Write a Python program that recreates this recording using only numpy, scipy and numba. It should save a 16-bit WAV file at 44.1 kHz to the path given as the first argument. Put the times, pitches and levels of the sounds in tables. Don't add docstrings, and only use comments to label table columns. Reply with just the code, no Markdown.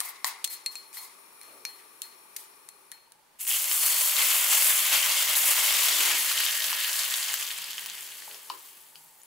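import sys
import numpy as np
from scipy import signal
from scipy.fft import rfft, irfft
from scipy.io import wavfile
from scipy.ndimage import uniform_filter1d
from numba import njit

SR = 44100
rng = np.random.default_rng(int(sys.argv[2]) if len(sys.argv) > 2 else 0)


def log_audio(samples):
    frames = np.atleast_2d(samples).T
    limited = np.clip(frames, -1, 1)
    pcm = np.round(limited * 32767).astype(np.int16)
    wavfile.write(sys.argv[1], SR, pcm)


def nominal_scale(level):
    x = np.asarray(level, float) / 20
    return 10 ** x


N = 408354
HZ = np.arange(N // 2 + 1) * SR / N
T = np.arange(N) / SR
RISE_S = 0.0007


def over_hz(table):
    hz, value = np.transpose(table)
    return np.interp(np.log(HZ + 1), np.log(hz), value)


def over_time(table):
    return np.interp(T, *np.transpose(table))


def unit(x):
    return x / np.sqrt(np.mean(x ** 2))


def noise(own):
    return rng.standard_normal(N) + own * rng.standard_normal((2, N))


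def colour(x, spectrum, peaks=(), peak_db=0):
    X = rfft(x)
    power_in = np.mean(abs(np.atleast_2d(X)) ** 2, axis=0)
    flat = np.sqrt(uniform_filter1d(power_in, size=250))
    power = nominal_scale(2 * over_hz(spectrum))
    for hz, width_hz, db in peaks:
        power = power + nominal_scale(2 * (db + peak_db)) / (1 + (2 * (HZ - hz) / width_hz) ** 2) ** 2
    return unit(irfft(X * np.sqrt(power) / flat, N))


def bands(x, edges_hz):
    X = rfft(x)
    below = [1 / (1 + (HZ / hz) ** 6) for hz in edges_hz]
    return [irfft(X * (hi - lo), N) for lo, hi in zip([0] + below, below + [1])]


def walk(rate_hz):
    hold = int(SR / rate_hz)
    steps = np.repeat(rng.standard_normal(N // hold + 1), hold)
    return 1.24 * uniform_filter1d(uniform_filter1d(steps, hold), hold)[:N]


@njit
def rings(s, hz, t60, size, pan):
    out = np.zeros((2, N))
    for k in range(len(s)):
        i = int(s[k] * SR)
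        z = size[k] + 0j
        turn = np.exp((2j * np.pi * hz[k] - np.log(1000) / t60[k]) / SR)
        for j in range(i, min(N, i + int(t60[k] * SR) + 2)):
            out[0, j] += (1 + pan[k]) * z.imag
            out[1, j] += (1 - pan[k]) * z.imag
            z *= turn
    return out


def blips(s, hz, t60, db, pan):
    return rings(s, hz, t60, nominal_scale(db), pan) - rings(s, hz, 0.41 * t60, nominal_scale(db), pan)


def grains(count, t0, t1, low_hz, top_hz, cycles, scatter_db, most_db, spread):
    when, pitch, rarity, side = rng.random((count, 4)).T
    hz = low_hz * (top_hz / low_hz) ** pitch
    db = np.minimum(-scatter_db * np.log(1 - rarity), most_db)
    size = nominal_scale(db) * np.sqrt(hz / top_hz)
    return rings(t0 + (t1 - t0) * when, hz, cycles / hz, size, spread * (2 * side - 1))


def room(x, t60, near_db):
    x = signal.sosfilt(signal.butter(3, 875, "high", fs=SR, output="sos"), x)
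    t = T[:SR // 2]
    tail = rng.standard_normal((2, len(t))) * np.exp(-np.log(1000) * t / t60) * (t > 0.001)
    tail = tail / np.sqrt(np.sum(tail[0] ** 2))
    return x + nominal_scale(near_db) * signal.fftconvolve(x, tail, axes=1)[:, :N]


# hz, level_db [dB per Hz]
CRACK_SPECTRUM = [(290, -27), (500, -33), (2540, -4), (3500, -6), (4130, 3.5), (4840, -3), (6550, -0.5),
                  (9110, 1), (10700, -2.5), (15500, -7)]


def cracks(s, peak_db, decay_s):
    kick = np.zeros(N)
    np.add.at(kick, (s * SR).astype(int), nominal_scale(peak_db))
    envelope = signal.lfilter([1], [1, -np.exp(-1 / (decay_s * SR))], kick)
    burst = colour(noise(1.8), CRACK_SPECTRUM) * envelope
    return signal.sosfilt(signal.butter(2, 1700, "high", fs=SR, output="sos"), burst)


def thuds(s, db, hz, t60):
    t60 = t60 + 0 * s
    overtone_hz = np.minimum(1.79 * hz, 0.45 * SR)
    overtone = rings(s, overtone_hz, t60, nominal_scale(db + 16 - hz / 60), 0 * s)
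    return rings(s, hz, t60, nominal_scale(db), 0 * s) + overtone


# start_s, crack_peak_db, thud_minus_crack_db, thud_hz, click_hz
KNOCKS = [(0.003, -5.5, -24, 1870, 9470), (0.011, -16.5, -13, 1180, 9540), (0.244, -3.5, -14, 1070, 5200),
          (0.2515, -14, -25, 1880, 6950), (0.4425, -4, -21, 3370, 9000), (0.4465, -7.5, -19, 3620, 9100),
          (0.4748, -17, -28, 1920, 9500), (0.661, -8.5, -24.5, 2080, 9540), (0.754, -19, -18, 2500, 7560),
          (0.929, -30, -16, 2430, 10400), (0.9703, -27, -8.5, 1980, 12000), (1.413, -26, -18, 2300, 9300),
          (1.432, -32, -24, 1140, 10800), (1.651, -13, -13, 2380, 5530), (2.018, -12, -39, 2900, 9900),
          (2.363, -17, -29, 2080, 10000), (2.3652, -15.5, -24.5, 2080, 12000),
          (2.3685, -25, -30, 2080, 8100), (2.688, -21.5, -26, 1980, 9900), (2.916, -20, -24, 1740, 9660),
          (2.922, -33, -6, 1900, 10400), (3.12, -32, -20, 1640, 10400)]


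def knocks():
    s, db, thud_db, thud_hz, click_hz = np.transpose(KNOCKS)
    s = s + RISE_S
    click_db = -25 + 0.78 * (db + 17)
    click = rings(s, click_hz, 0.0049 + 0 * s, nominal_scale(click_db), 0 * s)
    crack = cracks(s, db - 12.0, 0.0016)
    thud = thuds(s, db + thud_db - 0.5, thud_hz, 0.017)
    return room(crack + click + thud, 0.11, -8.0)


# start_s, slide_s, stone_db, speed_db [hiss over stone]
STROKES = [(0.021, 0.075, -53, 10.5), (.262, 0.017, -49.5, 11.5), (0.499, 0.044, -58, 15),
           (.712, 0.019, -64, 13.5), (.765, .025, -74, 17), (0.937, 0.12, -61, 15), (1.42, 0.054, -64, 4),
           (1.665, 0.12, -58.5, 2), (2.03, 0.053, -63, 8.5), (2.378, 0.052, -65, 13), (2.93, 0.036, -67, 3)]
# hz, level_db [dB per Hz]
STONE_SPECTRUM = [(180, -64), (300, -27), (600, -32), (794, -7.5), (1090, -11), (1540, -12), (1810, -5),
                  (3020, -6.5), (4350, 0.5), (6360, -2), (9450, 4.5), (13800, 4.5), (15500, 0)]
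LIFT_DB_S = [98, 135, 500]


def scrape():
    grip_s, sag_db_s = 0.014, 38
    grit = grains(count=30000, t0=0, t1=3.3, low_hz=395, top_hz=17300, cycles=11.0,
                  scatter_db=5.0, most_db=-1, spread=0.92)
    grit = colour(room(grit, 0.056, 0.65), STONE_SPECTRUM)
    parts = [unit(part) for part in bands(grit, [3000, 8000])]
    judder_db = 1.5 * walk(70)
    out = 0
    for start, slide, db, speed_db in STROKES:
        t = T - start
        level_db = judder_db + db - sag_db_s * np.clip(t, 0, slide)
        bite = np.clip(t / grip_s + 0.5, 0, 1) * nominal_scale(level_db)
        over_stone_db = (0, -10 + 1.13 * speed_db, speed_db)
        for part, over_db, lift in zip(parts, over_stone_db, LIFT_DB_S):
            out = out + part * bite * nominal_scale(over_db - lift * np.maximum(t - slide, 0))
    return out


# pitch_hz, level_db
BOWL_MODES = [
    (4243, 2.5),
    (4259, -15),
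    (10340, -23),
]
# start_s, level_db, t60_s
BOWL_BLOWS = [(0.441, -38, 0.25), (0.4738, -38.5, 0.5), (.52, -40, .25), (0.661, -20.5, 0.11),
              (.662, -30, .33), (0.756, -34.5, 0.33), (0.969, -37.5, 0.3), (1.412, -50, 0.5),
              (1.651, -31, 0.3), (2.0176, -39.5, 0.38), (2.689, -54, 0.33), (2.9168, -46, 0.44)]
# start_s, end_s
DAMPED_S = (.736, .755)


def bowl():
    energy = sum((T > s + RISE_S) * nominal_scale(2 * db - 120 * np.abs(T - s) / t60) for s, db, t60 in BOWL_BLOWS)
    touched = 1.0 * (T > DAMPED_S[0]) * (T < DAMPED_S[1])
    held_db = -9 * uniform_filter1d(touched, size=200) + 1.3 * walk(80)
    tone = sum(nominal_scale(db - 5.5) * np.sin(2 * np.pi * hz * T) for hz, db in BOWL_MODES)
    sides = np.array([[1.08], [0.92]])
    return room(sides * tone * np.sqrt(energy) * nominal_scale(held_db), 0.2, -16)


# pitch_hz, width_hz, level_db
HOLLOW_MODES = [(965, 490, -2.5), (2080, 260, -3.5)]
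# start_s, level_db
BOOMS = [(0.012, -42), (.25, -40.5), (.67, -58), (.97, -52.5)]


def hollow():
    murmur = colour(noise(0.5), [(300, -44), (9000, -40)], HOLLOW_MODES)
    fade = sum((T > s) * nominal_scale(db - 74 * np.abs(T - s)) for s, db in BOOMS)
    return room(murmur * fade * nominal_scale(2.2 * walk(58.7)), 0.08, -11)


# start_s, change_db, foam_change [0-1 scale]
GUSHES = [(3.49, 1, 0.47), (3.70, 4, -0.26), (3.82, 4, -0.036), (3.95, 2, -0.13), (4.171, 3.5, 0.29),
          (4.3, 2.5, 0.16), (4.385, -2.5, 0.058), (4.5, 3.5, 0.33), (4.69, 0, 0.22), (4.911, 4, 0.13),
          (5.35, 6.5, -0.71), (5.45, 2.5, -0.14), (5.53, -2.5, 0.015), (5.56, 3.5, 0.2), (5.69, 0.5, 0.18),
          (5.8, 1.5, -0.074), (6.17, -0.5, -0.43), (6.92, 0.5, -0.33)]


def gushes():
    rise_s, fade_s = 0.015, 0.12

    def flare(s):
        return np.clip((T - s) / rise_s, 0, 1) * np.exp(-np.maximum(T - s, 0) / fade_s)

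    return sum(np.outer(change, flare(s)) for s, *change in GUSHES)


# time_s, vigour_db, foam [0 dry steam - 1 wet bubbles]
FRY = [(3.386, -49, 0.2), (3.41, -34.5, 0.04), (3.464, -38, 0), (3.476, -27.5, 0), (3.68, -28.5, 0.27),
       (4.13, -25.5, 0.57), (4.8, -21.5, 0.41), (4.89, -25.5, 0.83), (5.34, -26, 0.86), (5.6, -26, 0.87),
       (6.1, -24.5, 1), (6.5, -30, 1), (7.03, -30, 0.97), (7.7, -39, 1), (8.45, -47.5, 0.67),
       (8.95, -55.5, 0.47), (9.26, -58.5, 0.24)]
# dry_db [over vigour], foam_db [added by full foam]
LAYERS = [
    (-24, 8.5),
    (-13, 9.5),
    (-16, 10.5),
    (4, -4),
]
# time_s, share [0-1]
LONE = [(3.38, 0.87), (3.6, 0.04), (4.6, 0), (6.2, 0.08), (6.5, 0.36), (7.8, 0.36), (9.26, 0)]
# hz, level_db [dB per Hz]
OIL_SPECTRUM = [(20, -40), (180, -26), (320, -20.5), (600, -14), (1000, -1.5), (1600, -5.5), (2100, -2.5),
                (3560, -1.5), (3760, -4), (5800, -4), (7700, 0.5), (8900, -2.5), (10300, -0.5),
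                (13600, -20)]
# pitch_hz, width_hz, level_db
BOWL_AIR = [(617, 157, -2.5), (1150, 110, -5), (1980, 170, -5), (2144, 155, 3), (2900, 910, 1),
            (3250, 140, 0), (3450, 340, -3), (7800, 620, -11), (11920, 4000, 3.5), (14900, 1930, 3)]
# pitch_hz, width_hz, level_db
SING = [(1550, 160, 0), (1707, 62, 9), (1860, 22, 13), (3100, 190, -3), (4480, 640, -0.5)]
# time_s, level_db [over vigour]
SING_DB = [(5.9, -32), (6.4, -11), (8.3, -15), (9.26, -21)]


def fry():
    s, vigour_db, foam = np.transpose(FRY)
    vigour_db, foam = gushes() + [np.interp(T, s, vigour_db), np.interp(T, s, foam)]
    levels_db = [vigour_db + dry_db + foam_db * foam for dry_db, foam_db in LAYERS]
    dense = grains(count=90000, t0=3.38, t1=9.26, low_hz=299, top_hz=15540, cycles=14.5,
                   scatter_db=3.5, most_db=10.5, spread=0.056)
    sparse = grains(count=4000, t0=3.38, t1=9.26, low_hz=1980, top_hz=16600, cycles=6.0,
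                    scatter_db=2.0, most_db=14, spread=0.19)
    share = np.clip(over_time(LONE), 0, 1)
    mix = room(np.sqrt(1 - share) * unit(dense) + np.sqrt(share) * unit(sparse), 0.18, -3.0)
    churn = nominal_scale(-7.5) * noise(0.13)
    sizzle = colour(mix + churn, OIL_SPECTRUM, BOWL_AIR, -2.8)
    sizzle = sum(part * nominal_scale(1.0 * walk(14)) for part in bands(sizzle, [2700, 3350, 5900, 11800]))
    surge_db = 0.35 * walk(25) + 0.86 * walk(160)
    layers = 0
    for part, db in zip(bands(sizzle, [1400, 3800, 6500]), levels_db):
        layers = layers + unit(part) * nominal_scale(db + surge_db + 0.6 * walk(6.2))
    sing = colour(mix, [(300, -50), (9000, -43)], SING) * nominal_scale(vigour_db + over_time(SING_DB))
    on = 0.59 * np.clip((T - s[0]) / 0.0034, 0, 1)
    return on * (sing + layers)


# start_s, bubble_db, bubble_hz, crack_db,
# crack_hz
SPITS = [(3.3965, -49, 3500, -36, 9900), (3.469, -32, 3015, -23, 9960),
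         (4.5005, -26, 3300, -14, 7490), (4.7795, -26, 3300, -14, 7000),
         (6.7299, -18, 3000, -23, 6000),
         (3.5149, -20.5, 2730, -28, 14360), (3.5438, -22, 3120, -22, 14450),
                (3.5659, -31, 2730, -22, 7920), (3.5816, -35, 2670, -27, 11950),
                (3.5995, -38, 4350, -23, 9710), (3.6085, -29, 2780, -28, 15030),
                (3.6427, -30, 4260, -18, 7450), (3.7143, -17, 3040, -22, 7920),
                (3.7466, -30, 5210, -23, 9670), (3.7783, -27, 3120, -27, 7100),
                (3.8905, -37, 5040, -18, 12400), (4.0599, -39, 1640, -17, 12490),
                (4.0954, -42, 4290, -19, 11900), (4.1669, -13.5, 4180, -27, 14280),
                (4.4273, -23, 3290, -17, 7320), (4.4664, -33, 2090, -18, 10470),
                (4.8653, -32, 5100, -13, 14660), (5.0285, -15.5, 3250, -15, 7000),
                (5.0383, -22, 2020, -17, 15160), (5.0618, -17, 3510, -15, 7390),
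                (5.0679, -31, 4290, -19, 11910), (5.0946, -26, 3450, -17, 7500),
                (5.1151, -31, 5150, -17, 10230), (5.2244, -24, 3940, -18, 14360),
                (5.275, -24, 3210, -23, 10310), (5.2939, -36, 1940, -23, 8870),
                (5.3017, -38, 2110, -28, 6800), (5.3253, -28, 2950, -22, 11690),
                (5.3543, -14.5, 4150, -36, 6140), (5.368, -32, 3270, -14, 11350),
                (5.5367, -33, 5380, -17, 14580), (5.5548, -30, 2120, -18, 12270),
                (5.5884, -32, 1790, -22, 14640), (5.6618, -26, 2970, -11, 14690),
                (5.7262, -30, 2800, -13, 12250), (5.7654, -31, 3060, -15, 12400),
                (5.8096, -28, 5340, -19, 8140), (5.8849, -13.5, 3440, -27, 12660),
         (5.9102, -27, 1980, -18, 10530), (6.1156, -18, 2820, -24, 14660),
                 (6.2656, -33, 1980, -21, 12680), (6.2833, -33, 2800, -25, 10100),
                 (6.3015, -22, 3060, -32, 11800), (6.3163, -22, 3980, -31, 9470),
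                 (6.3264, -30, 1890, -21, 10870), (6.3612, -33, 5220, -22, 9160),
                 (6.3781, -17, 3340, -25, 7800), (6.4038, -23, 3220, -12, 13310),
                 (6.4226, -29, 5790, -19, 8330), (6.4355, -16, 2770, -29, 6890),
                 (6.4642, -12.5, 3600, -26, 7580), (6.4849, -17, 3200, -31, 6350),
                 (6.5078, -33, 1810, -24, 10290), (6.5422, -23, 2900, -26, 7320),
                 (6.5529, -30, 2670, -21, 11050), (6.613, -36, 5340, -26, 10600),
                 (6.623, -17, 3640, -34, 6700), (6.6471, -22, 3640, -19, 10400),
                 (6.703, -31, 5000, -22, 6090), (6.8039, -33, 1920, -20, 7900),
                 (6.88, -33, 2260, -18, 11860), (6.8942, -20, 2900, -24, 6830),
                 (6.9304, -22, 5600, -20, 5900), (6.9918, -14, 4970, -21, 6100),
                 (7.0177, -21, 4520, -24, 14970), (7.0502, -33, 4350, -29, 9840),
                 (7.0566, -24, 3870, -30, 6290), (7.0793, -36, 5060, -18, 14640),
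                 (7.1241, -26, 5340, -22, 7900), (7.1407, -13.5, 3700, -32, 6120),
                 (7.1589, -37, 3940, -27, 12020), (7.1821, -31, 3730, -27, 7300),
         (7.2003, -35, 5050, -21, 9780), (7.2282, -17, 4800, -30, 5890),
              (7.2407, -21, 4010, -35, 5940), (7.2912, -21, 3100, -32, 7710), (7.334, -24, 3220, -17, 7800),
              (7.3408, -25.5, 1830, -10, 14200), (7.3985, -29, 3700, -26, 7710),
              (7.4052, -37, 5510, -22, 10210), (7.4114, -38, 2800, -20, 7000),
              (7.4263, -20, 3300, -36, 5810), (7.4767, -26, 3420, -27, 15400),
              (7.5243, -31, 5340, -27, 11800), (7.5789, -34, 3240, -25, 7580),
              (7.5863, -28, 4540, -25, 9650), (7.616, -41, 3490, -26, 13820),
              (7.6269, -42, 5580, -26, 10830), (7.6424, -21, 5060, -40, 6980),
              (7.713, -27, 3100, -43, 12200), (7.732, -24.5, 3400, -34, 6420),
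              (7.781, -19.5, 3180, -38, 6220), (7.788, -31, 1850, -43, 5810),
              (7.7949, -30, 2760, -24, 9700), (7.808, -42, 1590, -31, 12020),
              (7.8607, -28, 3210, -18, 15460), (7.8697, -43, 3155, -27, 10190),
              (7.8993, -28, 4540, -26, 6720), (7.9369, -47, 2220, -35, 8030),
              (7.9469, -41, 1920, -30, 13700), (8.0895, -36, 2730, -34, 6920),
              (8.1033, -45, 1630, -37, 7050), (8.1716, -39, 4440, -46, 8200), (8.201, -45, 4460, -36, 8510)]


def spits():
    s, db, hz, crack_db, crack_hz = np.transpose(SPITS)
    pan = 0.15 * rng.standard_normal(len(s))
    note = blips(s, hz, 10 / hz, db + 7.5, pan)
    overtone = rings(s, 1.63 * hz, 0.0012 + 0 * s, nominal_scale(db + 3.5), pan)
    crack = blips(s, crack_hz, 0.0018 + 0 * s, crack_db + 7, pan)
    edge = rings(s, 8000 + 0 * s, 0.0004 + 0 * s, nominal_scale(crack_db + 8), pan)
    return room(note + overtone + crack + edge, 0.072, -4.5)


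# start_s, peak_db, pitch_hz, t60_s
TAPS = [(6.728, -19.5, 1010, 0.011), (8.2215, -29, 4500, .003), (8.222, -28, 2000, .004),
        (8.278, -32, 880, 0.02), (8.279, -35, 590, .025), (8.312, -26.5, 3000, .003),
        (8.3135, -31, 4600, .003), (8.345, -31, 3200, .003), (8.345, -28, 5400, .003),
        (8.4998, -19.5, 4500, 0.0033), (8.501, -23, 2920, .007), (8.501, -18, 1016, .02),
        (8.957, -31, 4760, .005), (8.9562, -33, 3050, 0.0054), (9.217, -37, 7000, .006),
        (9.234, -32, 10100, .005)]


def taps():
    s, db, hz, t60 = np.transpose(TAPS)
    dull = hz < 1500
    left = 0.12 + 0 * s
    edge = rings(s, hz, 0.0013 + 0 * s, nominal_scale(db - 1.5) * ~dull, left)
    note = blips(s, hz, t60, db, left)
    knock = blips(s[dull], hz[dull], 0.4 * t60[dull], db[dull] + 1.5, left[dull])
    return room(note + edge, 0.2, -2.5) + room(knock, 0.45, -0.67)


# start_s, end_s, pitch_hz, width_hz, level_db
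SWELLS = [(1.42, 1.7, 510, 470, -62), (3.475, 3.6, 3040, 830, -36), (3.6, 4.3, 4400, 244, -40),
          (5.84, 6.25, 374, 180, -53), (3.3, 4.1, 60, 90, -78), (4.88, 5.07, 2500, 1300, -33),
          (4.5, 4.62, 2900, 1300, -35), (7.4, 8.1, 170, 63, -73), (9.3, 8.8, 880, 190, -69),
          (8.9, 9.15, 152, 44, -77), (3.47, 3.4, 2900, 900, -52), (8.24, 8.405, 510, 370, -60),
          (8.483, 8.62, 450, 310, -61)]


def swells():
    rush = rfft(noise(0.34))
    out = 0
    for start, end, hz, width_hz, db in SWELLS:
        arch = np.sin(np.pi * np.clip((T - start) / (end - start), 0, 1))
        band = unit(irfft(rush / (1 + (2 * (HZ - hz) / width_hz) ** 4), N))
        out = out + nominal_scale(db) * arch * band
    return out


# hz, level_db [dB per Hz]
FAN_SPECTRUM = [(65, -54), (110, -26), (414, -8.5), (786, -11), (1140, -3), (1560, -11.5), (2460, -11),
                (3020, -16.5), (4210, -15), (4960, -19), (7830, -18), (9830, -9.5), (15500, -17)]
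# pitch_hz, width_hz, level_db
DUCT = [(400, 100, -5), (900, 90, -3), (1160, 75, -1), (2410, 180, -6), (4250, 100, -8), (5530, 90, -5),
        (9700, 80, 2), (10350, 80, -6), (10700, 70, 0), (13620, 70, -4)]
# time_s, level_db
FAN_DB = [(0, -54.5), (1.4, -53), (1.52, -51), (1.65, -53.5), (2.4, -53.5), (2.9, -58), (3.25, -72),
          (3.5, -64), (8.5, -56.5), (9.26, -70)]
# hz, alike [0-1]
FAN_ALIKE = [(60, 0.12), (130, 0.9), (290, 0.7), (640, -0.012), (1410, 0.089), (3100, 0.029), (6820, 0.27),
             (15000, -0.18)]
# hz, left_minus_right_db
FAN_LEFT = [(60, 6), (110, -7), (200, 2), (380, 1.5), (700, 0.5), (1290, 4), (2380, 1.5), (4400, 5),
            (8120, 7.5), (15000, 5)]
# hz, level_db [dB per Hz]
STILL_SPECTRUM = [(20, -14), (100, -16.5), (250, -10), (600, -7.5), (1500, -9.5), (6000, -17), (10000, -15),
                  (15000, -19)]
# pitch_hz, width_hz, level_db
HUM = [(161, 47, -12.5), (880, 110, -11), (3050, 200, -20), (4500, 400, -13)]
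# time_s, level_db
STILL_DB = [(2.2, -70), (3.1, -65), (3.5, -62.5), (7, -58.5), (9.26, -63)]


def kitchen():
    common, own = rng.standard_normal(N), rng.standard_normal((2, N))
    alike = np.clip(over_hz(FAN_ALIKE), 0, 1)
    air = irfft(np.sqrt(alike) * rfft(common) + np.sqrt(1 - alike) * rfft(own), N)
    lean = nominal_scale(over_hz(FAN_LEFT) * np.array([[0.5], [-0.5]]))
    fan = irfft(lean * rfft(colour(air, FAN_SPECTRUM, DUCT, 0.4)), N)
    still = colour(noise(1.7), STILL_SPECTRUM, HUM)
    return fan * nominal_scale(over_time(FAN_DB)) + still * nominal_scale(over_time(STILL_DB) + 0.34 * walk(1.4))


# pitch_hz, width_hz, level_db
MOTOR = (900, 180, -71.5)


def motor():
    throb_hz, throb_peak_s, throb_db = 24.6, 3.235, 6
    hz, width_hz, db = MOTOR
    murmur = unit(irfft(rfft(noise(0.63)) / (1 + (2 * (HZ - hz) / width_hz) ** 2), N))
    return murmur * nominal_scale(db + throb_db * np.cos(2 * np.pi * throb_hz * (T - throb_peak_s)))


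# hz, left_minus_right_db
OIL_LEFT = [(150, 0), (500, 0.5), (1000, 0.2), (2000, -0.6), (4000, 3.5), (8000, 0.5), (15000, 3.5)]


def scene():
    left = np.array([[0.5], [-0.5]])
    mortar = knocks() + scrape() + bowl() + hollow()
    oil = fry() + spits() + taps() + swells()
    oil = irfft(rfft(oil) * nominal_scale(over_hz(OIL_LEFT) * left), N)
    return mortar * nominal_scale(2.8 * left) + oil + kitchen() + motor()


def roll_off(x):
    return signal.sosfilt(signal.butter(12, 17010, fs=SR, output="sos"), x)


def record(dry):
    mix = signal.sosfilt(signal.ellip(14, 0.3, 55, 15760, fs=SR, output="sos"), dry)
    return roll_off(mix)


dry = scene()
out = record(dry)
log_audio(out)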